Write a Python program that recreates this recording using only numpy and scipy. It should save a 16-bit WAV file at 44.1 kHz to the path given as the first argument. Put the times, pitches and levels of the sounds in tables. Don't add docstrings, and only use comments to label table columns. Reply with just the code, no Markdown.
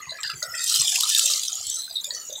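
import sys
import numpy as np
from scipy import signal
from scipy.io import wavfile
from scipy.ndimage import uniform_filter1d

SR = 44100
rng = np.random.default_rng(int(sys.argv[2]) if len(sys.argv) > 2 else 0)


def ratio_of_db(decibels):
    return 10 ** (np.asarray(decibels, float) / 20)


def generate_wav(sig):
    pcm = np.round(np.clip(np.atleast_2d(sig).T, -1, 1) * 32767).astype(np.int16)
    wavfile.write(sys.argv[1], SR, pcm)


N = 105840

HOP, FRAME = 64, 512
STREAK_HZ = 65
ONSET_LAG_S = 0.004


def in_time(rows, t):
    s, *columns = np.transpose(rows)
    return [np.interp(t, s, c) for c in columns]


def at_hz(points, hz):
    p = np.array(points)
    return np.interp(np.log(hz + 1), np.log(p[:, 0]), p[:, 1])


def rms_one(x):
    return x / np.sqrt(np.mean(x ** 2) + 1e-20)


def bins_and_times(frame):
    return np.arange(frame // 2 + 1) * SR / frame, np.arange(-(-N // HOP) + 1) * HOP / SR


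def shaped(x, gain, frame):
    z = signal.stft(x, nperseg=frame, noverlap=frame - HOP)[2]
    n = min(z.shape[1], gain.shape[1])
    z = z[:, :n] * gain[:, :n] * np.sqrt(frame / 2)
    y = signal.istft(z, nperseg=frame, noverlap=frame - HOP)[1]
    return np.pad(y, (0, N))[:N]


def chance(frame, width_hz, size):
    hz, t = bins_and_times(frame)
    blur = np.exp(-0.5 * ((hz[:, None] - hz) / width_hz) ** 2)
    field = blur @ rng.standard_normal((len(hz), len(t)))
    for _ in range(2):
        field = uniform_filter1d(field, size=size, axis=1)
    return rms_one(field)


def ring(clicks, hz, t60):
    r, w = ratio_of_db(-60 / (t60 * SR)), 2 * np.pi * hz / SR
    return signal.lfilter([0, np.sin(w)], [1, -2 * r * np.cos(w), r * r], clicks + 1e-18)


def burst(noise, band_hz, decay_s):
    u = np.arange(len(noise)) / SR
    band = signal.butter(4, band_hz, "band", fs=SR, output="sos")
    x = signal.sosfilt(band, noise * np.sqrt(u) * np.exp(-u / decay_s))
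    return x / np.abs(x).max()


def openings(source, rows, frame, width_hz, sag_db, gain_db, flicker):
    hz, t = bins_and_times(frame)
    power = np.zeros((len(hz), len(t)))
    for s, db, centre, length in rows:
        band = np.exp(-((hz - centre) / width_hz * 2) ** 2) + 1e-12
        u = np.maximum(t - s, 0) / length
        shape = (t > s + ONSET_LAG_S) * ratio_of_db(-2 * sag_db * u) * np.exp(-u ** 6)
        power += ratio_of_db(2 * (db + gain_db)) * np.outer(band / band.sum(), shape)
    return shaped(source, np.sqrt(power) * flicker, frame)


def plinks(rows, boost_db, decay_s):
    out, u = np.zeros(N + SR), np.arange(SR // 20) / SR
    envelope = np.minimum(u / 0.0012, 1) * np.exp(-u / decay_s)
    for (s, db, hz, _), turn in zip(rows, rng.random(len(rows))):
        tone = np.sin(2 * np.pi * (hz * u * (1 + 1.68 * u) + turn)) * envelope
        i = int((s + ONSET_LAG_S) * SR)
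        out[i:i + len(u)] += ratio_of_db(db + boost_db) * tone
    return out[:N]


def water():
    drops_per_s, drop_spread_db, drop_s = 300, 2.5, 0.0025
    fizz_per_s, fizz_db, fizz_cycles = 890, -10, 2.8
    sizes = ratio_of_db(drop_spread_db * np.minimum(rng.exponential(1, N), 3))
    r = np.exp(-1 / (drop_s * SR))
    swell = signal.lfilter([1], [1, -r], sizes * (rng.random(N) < drops_per_s / SR))
    hiss = rms_one(rng.standard_normal(N) * (1 + 0.63 * swell))

    sizes = ratio_of_db(1.23 * np.minimum(rng.exponential(1, N), 4)) * rng.choice([-1, 1], N)
    born = rng.random(N) < fizz_per_s / SR
    dealt = rng.integers(0, 30, N)
    fizz = np.zeros(N)
    for k, hz in enumerate(np.linspace(500, 15500, num=30)):
        fizz += ring(sizes * born * (dealt == k), hz, fizz_cycles / np.sqrt(hz * 1000))
    return rms_one(hiss + ratio_of_db(fizz_db) * rms_one(fizz))


def spray(source, flicker):
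    # (time [s], spray level [dB], margin over the noise estimate [dB])
    nearness = [(0, -45.5, -8), (.2, -34.5, -3.5), (.52, -23.5, -8), (.64, -23.5, 3), (.74, -16.5, 6),
                (1.0, -23, 11), (1.3, -17.5, 7), (1.41, -25, 7), (1.52, -30.5, 1), (1.7, -29.5, 4),
                (1.85, -18, -11), (2.1, -23.5, -6.5), (2.4, -27.5, -8)]
    # (frequency [Hz], level [dB per Hz])
    spray_colour = [(900, -37.5), (2100, -19.5), (2700, -3.5), (3600, 3), (5500, 2), (7600, 1.5),
                    (10000, -9.5), (15500, -20.5)]
    # (frequency [Hz], margin [dB])
    band_margin = [(2600, -7), (3900, -6.5), (5300, -5), (7000, -2), (10000, -2), (14000, 5)]
    depth_db, soft_db, chance_db, release_s = -32, 2, 8.5, 0.087
    hz, t = bins_and_times(FRAME)
    level_db, margin_db = in_time(nearness, t)
    luck = 0.83 * chance(FRAME, 9.1, size=30) + 0.082 * chance(FRAME, 900, size=20)
    over = chance_db * luck + margin_db + at_hz(band_margin, hz)[:, None]
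    shut_db = depth_db / (0.5 + np.exp(np.clip(over / soft_db, -30, 30)))
    fall = 20 * t / release_s
    gate_db = np.maximum.accumulate(shut_db + fall, axis=1) - fall
    colour = rms_one(ratio_of_db(at_hz(spray_colour, hz))) / np.sqrt(len(hz))
    return shaped(source, colour[:, None] * ratio_of_db(level_db + gate_db) * flicker, FRAME)


def residue():
    # (frequency [Hz], level [dB per Hz])
    rush_colour = [(40, 9), (110, 2), (400, 0), (6000, -1), (11000, -13)]
    hz, _ = bins_and_times(FRAME)
    colour = rms_one(ratio_of_db(at_hz(rush_colour, hz))) / np.sqrt(len(hz))
    blips = 1 + 5 * np.maximum(chance(FRAME, STREAK_HZ, size=30) - 1.3, 0) ** 2
    return ratio_of_db(-56) * shaped(rng.standard_normal(N), colour[:, None] * blips, FRAME)


def pool_bubbles(flicker, beads):
    # (time [s], level [dB], frequency [Hz], length [s])
    gurgles = [(0.006, -43.5, 1998, 0.42), (0.0, -54.5, 1720, 0.18), (0.0, -47, 1210, 0.067),
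               (0.12, -39, 1690, 0.11), (0.182, -38, 1253, 0.05), (0.182, -42.5, 2400, 0.031),
               (0.236, -32, 1768, 0.026), (0.52, -48.5, 587, 0.089), (0.54, -38.5, 2544, 0.24),
               (0.746, -44, 1370, 0.13), (0.922, -46.5, 766, 0.075), (1.084, -42, 1390, 0.033),
               (1.165, -43, 1595, 0.059), (1.6, -51, 716, 0.026), (1.785, -55, 1795, 0.019),
               (1.9, -53, 710, 0.054), (1.95, -54, 364, 0.044), (2.12, -48.5, 546, 0.055),
               (2.21, -49.5, 2930, 0.11), (2.32, -48.5, 598, 0.062), (0.244, -33.5, 1598, 0.11),
               (0.291, -36, 1332, 0.075), (0.425, -40, 614, 0.069), (0.417, -42.5, 1945, 0.25),
               (0.419, -34, 1392, 0.21), (0.535, -32.5, 1898, 0.12), (0.699, -42.5, 1323, 0.14),
               (0.795, -39.5, 2410, 0.15), (0.809, -39, 1115, 0.059), (0.813, -44, 1916, 0.048),
               (0.921, -40.5, 1685, 0.066), (0.945, -40, 2000, 0.042), (0.958, -41, 2300, 0.035),
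               (0.979, -40.5, 1005, 0.12), (1.03, -32, 1258, 0.065), (1.105, -39, 1754, 0.13),
               (1.18, -43, 1310, 0.087), (1.236, -46, 598, 0.13), (1.27, -45, 1960, 0.056),
               (1.295, -42, 1248, 0.12), (1.34, -44, 2050, 0.06), (1.491, -45.5, 1298, 0.059),
               (1.576, -48, 1275, 0.068), (1.874, -43.5, 1504, 0.019), (2.102, -40.5, 1837, 0.12),
               (2.16, -47.5, 1270, 0.1), (2.292, -46, 557, 0.074), (2.377, -47, 836, 0.022)]
    # (time [s], peak [dB], frequency [Hz])
    glugs = [
        (0.067, -42, 1028),
        (0.115, -43.5, 620),
        (0.336, -52.5, 380),
        (0.841, -49, 740),
        (1.518, -51, 723),
        (2.069, -52, 557),
    ]
    pool = gurgles + [(s, db, hz, 0.07) for s, db, hz in glugs]
    noise = rng.standard_normal(N)
    rush = openings(noise, pool, FRAME, 133, 8.1, -4.0, flicker ** 0.34 * beads ** 1.1)
    return rush + plinks(pool, 4.46, 0.0099)


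def splashes(source, flicker):
    # (time [s], level [dB], frequency [Hz], length [s])
    swinging_in = [(0.011, -36, 6640, 0.12), (0.02, -43.5, 2720, 0.16), (0.09, -28.5, 4000, 0.055),
                   (0.1, -37.5, 4640, 0.08), (0.202, -30.5, 7570, 0.12), (0.232, -28, 2920, 0.036),
                   (0.227, -32.5, 3610, 0.11), (0.228, -31, 4140, 0.11), (0.233, -22.5, 4880, 0.1),
                   (0.297, -38, 2713, 0.087), (0.352, -29.5, 7260, 0.029), (0.42, -36, 5410, 0.18),
                   (0.426, -32.5, 3820, 0.033), (0.423, -23.5, 4520, 0.033), (0.424, -21, 6500, 0.017),
                   (0.543, -39, 8520, 0.32), (0.544, -35, 3370, 0.076), (0.542, -33, 5160, 0.12),
                   (0.549, -30.5, 7370, 0.51), (0.577, -35, 6400, 0.036)]
    # (time [s], level [dB], frequency [Hz], length [s])
    turning_away = [(1.46, -38, 3900, 0.14), (1.464, -37.5, 5400, 0.25), (1.472, -29.5, 3336, 0.2),
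                    (1.473, -29, 6070, 0.021), (1.5, -31.5, 6940, 0.13), (1.55, -32.5, 7500, 0.17),
                    (1.61, -32, 7370, 0.069), (1.665, -28, 7820, 0.2), (1.666, -30.5, 3590, 0.25),
                    (1.696, -40.5, 8800, 0.37), (1.697, -24, 6090, 0.11), (1.765, -31, 4020, 0.26),
                    (1.95, -28, 4100, 0.055), (1.954, -21, 3780, 0.056), (2.005, -33, 6350, 0.017),
                    (2.034, -30, 4720, 0.048), (2.039, -27.5, 3640, 0.047), (2.043, -29, 6970, 0.27),
                    (2.116, -40.5, 3810, 0.16), (2.099, -29.5, 4460, 0.14), (2.133, -31, 5960, 0.075),
                    (2.275, -38, 6300, 0.21), (2.264, -34, 6860, 0.55), (2.265, -31, 5800, 0.037),
                    (2.3, -28, 3640, 0.042), (2.323, -25.5, 6090, 0.036), (2.349, -28, 3690, 0.043)]
    rows = swinging_in + turning_away
    bands = openings(source, rows, FRAME, 300, 9.7, -10, np.minimum(flicker, 2.5))
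    return bands + plinks(rows, 1.6, 0.0021)


def cracks():
    # (time [s], peak [dB], frequency [Hz], snap level [dB])
    ticks = [(0.0189, -34, 6650, -63), (0.0533, -31, 2610, -50), (0.0927, -34, 4160, -59),
             (0.1064, -19.5, 4110, -58), (0.17, -27, 4800, -59), (0.2064, -38, 7300, -44),
             (0.2326, -20, 7730, -30), (0.2637, -16.5, 4910, -46), (0.2978, -20, 2900, -31),
             (0.335, -27.5, 2610, -47), (0.377, -27, 7000, -51), (0.402, -25, 7120, -47),
             (0.4265, -13.5, 4520, -28), (0.5493, -25, 6600, -48), (0.5509, -17, 5400, -31),
             (0.6404, -9, 8000, -22), (0.7398, -6.5, 4300, -34), (0.7582, -7.5, 5350, -20),
             (0.7951, -6, 5490, -36), (0.8155, -1.5, 7970, -32), (0.8779, -8.5, 3290, -42),
             (0.9443, -30, 7900, -31), (0.956, -9, 2800, -22), (1.0068, -12, 4900, -17.5),
             (1.033, -6.5, 3890, -18), (1.0923, -8, 7600, -22), (1.1476, -2, 3674, -20),
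             (1.183, -3, 7420, -17), (1.1937, -2.5, 7480, -22), (1.258, -3, 7680, -20),
             (1.335, -6, 4850, -46), (1.3947, -7.5, 7160, -39), (1.4311, -17.5, 3900, -42),
             (1.4805, -9.5, 5900, -44), (1.5282, -8.5, 6480, -36), (1.5528, -11, 7130, -27),
             (1.6115, -14, 6840, -45), (1.667, -10.5, 7500, -26), (1.699, -6.5, 7570, -26.5),
             (1.7568, -15, 6160, -34), (1.909, -21.5, 4200, -47), (1.9545, -20, 4000, -43),
             (1.9789, -16.5, 4020, -48), (2.0128, -27, 6800, -45), (2.0426, -18, 7160, -26),
             (2.1056, -9.5, 4230, -43), (2.147, -15, 6760, -47), (2.2503, -23.5, 6760, -46),
             (2.3281, -25, 6900, -30), (2.357, -24, 3680, -47)]
    crack_db, crack_s, width = -6, 0.0017, 0.11
    snap_db, snap_s, snap_passes_db = 13, 0.0021, -23
    out, n = np.zeros(N + SR), SR // 20
    for s, db, hz, top_db in ticks:
        edge = burst(rng.standard_normal(n), [hz / (1 + width), hz * (1 + width)], crack_s)
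        edge = edge + 0.016 * ring(edge, hz, 0.039)
        snap = burst(rng.standard_normal(n), [4800, 15000], snap_s)
        snap = signal.lfilter([0.5], [1, -0.5], snap)
        level_db = top_db + snap_db + min(top_db - snap_passes_db, 0)
        i = int(s * SR)
        out[i:i + n] += ratio_of_db(db + crack_db) * edge / np.abs(edge).max() + ratio_of_db(level_db) * snap
    return out[:N]


def puffs():
    # (time [s], peak [dB])
    gusts = [
        (0.065, -47),
        (0.33, -42.5),
        (0.477, -50),
        (0.689, -53),
        (0.787, -43),
        (1.661, -54.5),
    ]
    rows = [(s, db, 110, 0.07) for s, db in gusts]
    return openings(rng.standard_normal(N), rows, 930, 92, 13.5, 0.5, 0.91)


def slaps():
    # (time [s], peak [dB])
    hits = [
        (0.2319, -16),
        (0.7418, -18),
        (1.007, -9),
        (1.1483, -7.5),
        (1.1939, -7.5),
    ]
    # [low [Hz], high [Hz]]
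    slap_band = [2730, 5300]
    out, n = np.zeros(N + SR), SR // 20
    for s, db in hits:
        i = int(s * SR)
        out[i:i + n] += ratio_of_db(db) * burst(rng.standard_normal(n), slap_band, 0.00079)
    return out[:N]


def scene():
    source = water()
    beads = ratio_of_db(chance(FRAME, 290, size=6))
    streaks = ratio_of_db(7.5 * chance(FRAME, STREAK_HZ, size=40))
    flicker = rms_one(streaks * beads ** 3.5) * 3
    out = spray(source, flicker ** 0.32) + residue()
    out += pool_bubbles(flicker, beads)
    out += splashes(source, flicker)
    out += cracks() + puffs() + slaps()
    return out[None]


def low_pass(x):
    return signal.sosfilt(signal.butter(12, 16360, fs=SR, output="sos"), x)


def record(dry):
    top_cut = signal.cheby2(22, 60, 16100, fs=SR, output="sos")
    bass_cut = signal.butter(3, 62, "high", fs=SR, output="sos")
    mix = signal.sosfilt(bass_cut, signal.sosfilt(top_cut, dry))
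    return low_pass(mix)


dry = scene()
out = record(dry)
generate_wav(out)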